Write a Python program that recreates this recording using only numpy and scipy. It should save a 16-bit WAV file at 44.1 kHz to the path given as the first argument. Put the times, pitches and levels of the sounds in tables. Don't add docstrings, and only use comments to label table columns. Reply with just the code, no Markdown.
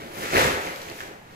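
import sys
import numpy as np
from scipy import signal
from scipy.fft import rfft, irfft
from scipy.io import wavfile

SR = 44100
rng = np.random.default_rng(int(sys.argv[2]) if len(sys.argv) > 2 else 0)


def materialize(psi):
    bounded = np.clip(np.atleast_2d(psi).T, -1, 1)
    quanta = np.round(bounded * 32767).astype(np.int16)
    wavfile.write(sys.argv[1], SR, quanta)


N = 59535
T = np.arange(N) / SR
HZ = np.fft.rfftfreq(2 * N, 1 / SR)
BROOM_LAG_S, ROOM_LAG_S = 0.0004477, 0.000352


# f/Hz, gain/dB
BUNDLE_SPECTRUM = [(30, -22), (70, 2), (110, -12.5), (170, -4.5), (240, -5), (370, 2.5), (520, 2),
                   (700, -0.5), (950, -7.5), (2000, -35)]
STALK_SPECTRUM = [(300, -35), (700, -2.5), (1000, -1.5), (1350, 2), (1600, 0.5), (1850, 1), (2400, -1),
                  (3100, -7.5), (4200, -9), (8000, -31.5)]
TIP_SPECTRUM = [(1200, -23), (3000, 4.5), (4200, 0), (5400, 2), (7400, 1.5), (8800, -7.5), (10500, -33),
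                (15500, -32)]
FIZZ_SPECTRUM = [(5000, -33), (8500, -6), (9800, -2), (11800, 0), (13500, -3.5), (15500, -4)]
# t/s, relative level/dB
BUNDLE_ENVELOPE = [(0, -43), (0.165, -42), (0.215, -37.5), (0.312, -42.5), (0.338, -23), (0.38, -21.5),
                   (0.42, -24), (0.52, -31.5), (0.62, -45), (0.672, -34), (0.76, -49), (0.91, -41),
                   (0.965, -51.5), (1.06, -40.5), (1.2, -59.5), (1.35, -54)]
STALK_ENVELOPE = [(0, -43.5), (0.1, -49), (0.245, -34), (0.295, -38.5), (0.372, -20.5), (0.45, -26),
                  (0.6, -42), (0.675, -39), (0.79, -48), (0.89, -44.5), (0.965, -50), (1.01, -45),
                  (1.2, -61), (1.35, -52)]
TIP_ENVELOPE = [(0, -53.5), (0.1, -56.5), (0.165, -47.5), (0.23, -41.5), (0.295, -42.5), (0.378, -30.5),
                (0.44, -32.5), (0.59, -47), (0.665, -43), (0.74, -52), (0.82, -48.5), (0.95, -52),
                (1.01, -46), (1.15, -64.5), (1.275, -66.5), (1.35, -61)]
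FIZZ_ENVELOPE = [(0, -58), (0.1, -57.5), (0.165, -47), (0.24, -44), (0.3, -48), (0.38, -32.5),
                 (0.44, -37.5), (0.58, -50), (0.65, -47.5), (0.75, -52), (0.93, -55.5), (1.0, -49.5),
                 (1.15, -70.5), (1.27, -73), (1.35, -64.5)]

def broom():
    bundle = friction(BUNDLE_ENVELOPE, BUNDLE_SPECTRUM, slips_per_s=1200, spread_db=1.5,
                      clump_db=0.8, clump_hz=60, blur=0.61)
    stalks = friction(STALK_ENVELOPE, STALK_SPECTRUM, slips_per_s=1100, spread_db=3,
                      clump_db=1.15, clump_hz=110, blur=0.68)
    tips = friction(TIP_ENVELOPE, TIP_SPECTRUM, slips_per_s=3000, spread_db=3.5,
                    clump_db=0.83, clump_hz=120, blur=0.84)
    fizz = friction(FIZZ_ENVELOPE, FIZZ_SPECTRUM, slips_per_s=4000, spread_db=1.5,
                    clump_db=1.3, clump_hz=120, blur=0.99)
    return amp(-0.5) * bundle + amp(1.0) * stalks + amp(0.55) * tips + amp(-0.23) * fizz


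# f/Hz, left-right coherence
BROOM_COHERENCE = [(100, 1), (700, 0.91), (2000, 0.77), (4000, 0.48), (8000, 0.083), (14000, .1)]

def friction(envelope, spectrum, slips_per_s, spread_db, clump_db, clump_hz, blur):
    sizes = amp(spread_db * np.minimum(rng.exponential(1, (2, N)), 3))
    signs = rng.choice([-1, 1], (2, N))
    slips = sizes * signs * (rng.random((2, N)) < slips_per_s / SR)
    clump_spectrum = rfft(rng.standard_normal(2 * N)) * np.exp(-(HZ / clump_hz) ** 2)
    clumps = unit_rms(irfft(clump_spectrum)[:N])
    drive = (unit_rms(slips) + blur * rng.standard_normal((2, N))) * amp(clump_db * clumps)
    rubbing = stereo(colour(drive, curve(spectrum)), BROOM_COHERENCE, BROOM_LAG_S)
    return unit_rms(rubbing) * amp(np.interp(T, *np.transpose(envelope)))


# t/s, relative level/dB, ring f/Hz
STALK_TICKS = [(0.062, -27, 2000), (0.254, -14, 2070), (0.289, -15, 2110), (0.305, -25, 2570),
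               (0.334, -8, 2000), (0.368, -1, 2230), (0.671, -13, 1900), (0.886, -21, 2580),
               (0.914, -27, 2180), (0.989, -23, 1790), (1.005, -13.5, 1710), (1.012, -16.5, 1530),
               (1.034, -21.5, 1580)]
# t/s, relative level/dB
GRIT_FLICKS = [(0.76, -20.5), (0.817, -23.5), (0.83, -29), (0.885, -36), (0.899, -23.5), (1.076, -33),
               (1.309, -40)]
HEAD_BUMPS = [(0.036, -45), (0.334, -19), (0.351, -4), (0.376, -2.5), (0.404, -11), (0.669, -24),
              (1.035, -22)]
# f/Hz, gain/dB
GRIT_SPECTRUM = [(1500, -14), (4300, 8), (7000, -1), (9000, -19), (13000, 1.5), (15500, -11)]
BUMP_SPECTRUM = [(40, -20), (100, -10), (250, -16), (400, 0), (700, -9), (1200, -12), (4000, -50)]

def contacts():
    ticks = sum(impact(t, db, resonance_db(hz, width_oct=0.43), decay_s=0.0018, scuff=1.0)
                for t, db, hz in STALK_TICKS)
    grit = sum(impact(t, db, curve(GRIT_SPECTRUM), decay_s=0.0015, scuff=0.44) for t, db in GRIT_FLICKS)
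    bumps = sum(impact(t, db, curve(BUMP_SPECTRUM), decay_s=0.0014, scuff=0.17) for t, db in HEAD_BUMPS)
    return amp(-11.5) * stereo(ticks + grit + bumps, BROOM_COHERENCE, BROOM_LAG_S)


def impact(start_s, level_db, spectrum_db, decay_s, scuff):
    decay = (T >= start_s) * np.exp(-np.maximum(T - start_s, 0) / decay_s)
    drive = scuff * rng.standard_normal((2, N)) * decay
    drive[:, round(start_s * SR)] += 1
    hit = colour(drive, spectrum_db)
    unit_energy = hit / np.linalg.norm(hit, axis=1, keepdims=True)
    return amp(level_db) * unit_energy * np.sqrt(SR / 1000)


# peak t/s, rise/s, fall/s, relative level/dB, centre f/Hz
LOW_WHUMPS = [(0.035, 0.052, 0.041, -40, 225), (0.23, 0.041, 0.15, -37, 240), (0.37, 0.03, 0.1, -30, 99),
              (0.45, 0.026, 0.07, -36, 146), (1.03, 0.056, 0.038, -54, 90)]

def whumps():
    out = 0
    for peak_s, rise_s, fall_s, db, hz in LOW_WHUMPS:
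        width_s = np.where(T < peak_s, rise_s, fall_s)
        swell = amp(db) * np.exp(-((T - peak_s) / width_s) ** 2 / 2)
        rumble = colour(rng.standard_normal((2, N)), resonance_db(hz, width_oct=0.92))
        out = out + swell * unit_rms(rumble)
    return stereo(out, BROOM_COHERENCE, BROOM_LAG_S)


# f/Hz, T60/s
ROOM_DECAY = [(60, 0.44), (170, 0.49), (500, 0.86), (2000, 0.87), (5000, 0.53), (14000, 0.47)]
# f/Hz, left-right coherence
ROOM_COHERENCE = [(60, 1), (200, 1), (400, 0.64), (800, 0.41), (2000, 0.4), (4000, 0.22), (12000, 0.16)]

def room(direct, patterns=4, wander_hz=6, onset_s=0.0097):
    cycles = wander_hz * T + np.arange(patterns)[:, None] / patterns
    crossfades = np.maximum(np.cos(2 * np.pi * cycles), 0)
    out = 0
    for crossfade in crossfades:
        hz, t, noise = signal.stft(rng.standard_normal((2, N)), SR, nperseg=256)
        decay = amp(-60 * t / curve(ROOM_DECAY, hz)[:, None])
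        tail = signal.istft(noise * decay, SR, nperseg=256)[1][:, :N]
        tail = tail * np.minimum(T / onset_s, 1)
        tail = tail / np.linalg.norm(tail[0])
        out = out + signal.fftconvolve(direct[1:] * crossfade, tail, axes=1)[:, :N]
    return stereo(out, ROOM_COHERENCE, ROOM_LAG_S)


# f/Hz, gain/dB
AIR_SPECTRUM = [(20, -1), (65, -10.5), (130, 4), (220, -2), (450, -8.5), (900, -4.5), (2000, -25),
                (4000, -44), (9000, -49), (15500, -39)]

def air(level_db=-50):
    noise = colour(rng.standard_normal((2, N)), curve(AIR_SPECTRUM))
    return amp(level_db) * unit_rms(stereo(noise, ROOM_COHERENCE, ROOM_LAG_S))


def amp(db):
    return 10 ** (np.asarray(db) / 20)


def unit_rms(x):
    return x / np.sqrt(np.mean(x ** 2) + 1e-20)


def curve(table, hz=HZ):
    table_hz, values = np.transpose(table)
    return np.interp(np.log(hz + 1), np.log(table_hz + 1), values)


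def resonance_db(centre_hz, width_oct):
    return -22 * np.log10(1 + (np.log2((HZ + 1) / centre_hz) / width_oct) ** 2)


def colour(x, gain_db):
    log_gain = np.log(amp(gain_db))
    mirrored = np.concatenate([log_gain, log_gain[-2:0:-1]])
    response = np.exp(np.conj(signal.hilbert(mirrored)))[:N + 1]
    return irfft(rfft(x, 2 * N) * response)[..., :N]


def stereo(two_signals, coherence, lag_s):
    right, other = rfft(two_signals, 2 * N)
    shared = np.clip(curve(coherence), -1, 1)
    left = (shared * right + np.sqrt(1 - shared ** 2) * other) * np.exp(-2j * np.pi * HZ * lag_s)
    return irfft(np.array([left, right]))[:, :N]


def scene():
    direct = broom() + contacts()
    return direct + amp(-4) * room(direct) + amp(-2.5) * whumps() + air()


# f/Hz, left minus right/dB
MIC_BALANCE = [(60, -3), (200, -1.5), (380, -0.5), (700, -0.5), (1300, 0.5), (2400, 2), (4400, -1),
               (8100, 1.5), (10000, -7.5), (15000, -6.5)]
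MIC_HISS_DB, MIC_CUTOFFS_HZ = -63.5, (15150, 15600)

def record(dry):
    tilt_db = curve(MIC_BALANCE) / 2
    tinted = irfft(rfft(dry, 2 * N) * amp([tilt_db, -tilt_db]))[:, :N]
    hiss = amp(MIC_HISS_DB) * rng.standard_normal((2, N))
    low_pass = np.array([signal.firwin(511, hz, window=("kaiser", 9), fs=SR) for hz in MIC_CUTOFFS_HZ])
    return signal.oaconvolve(tinted + hiss, low_pass, "same", axes=1)


dry = scene()
out = record(dry)
materialize(out)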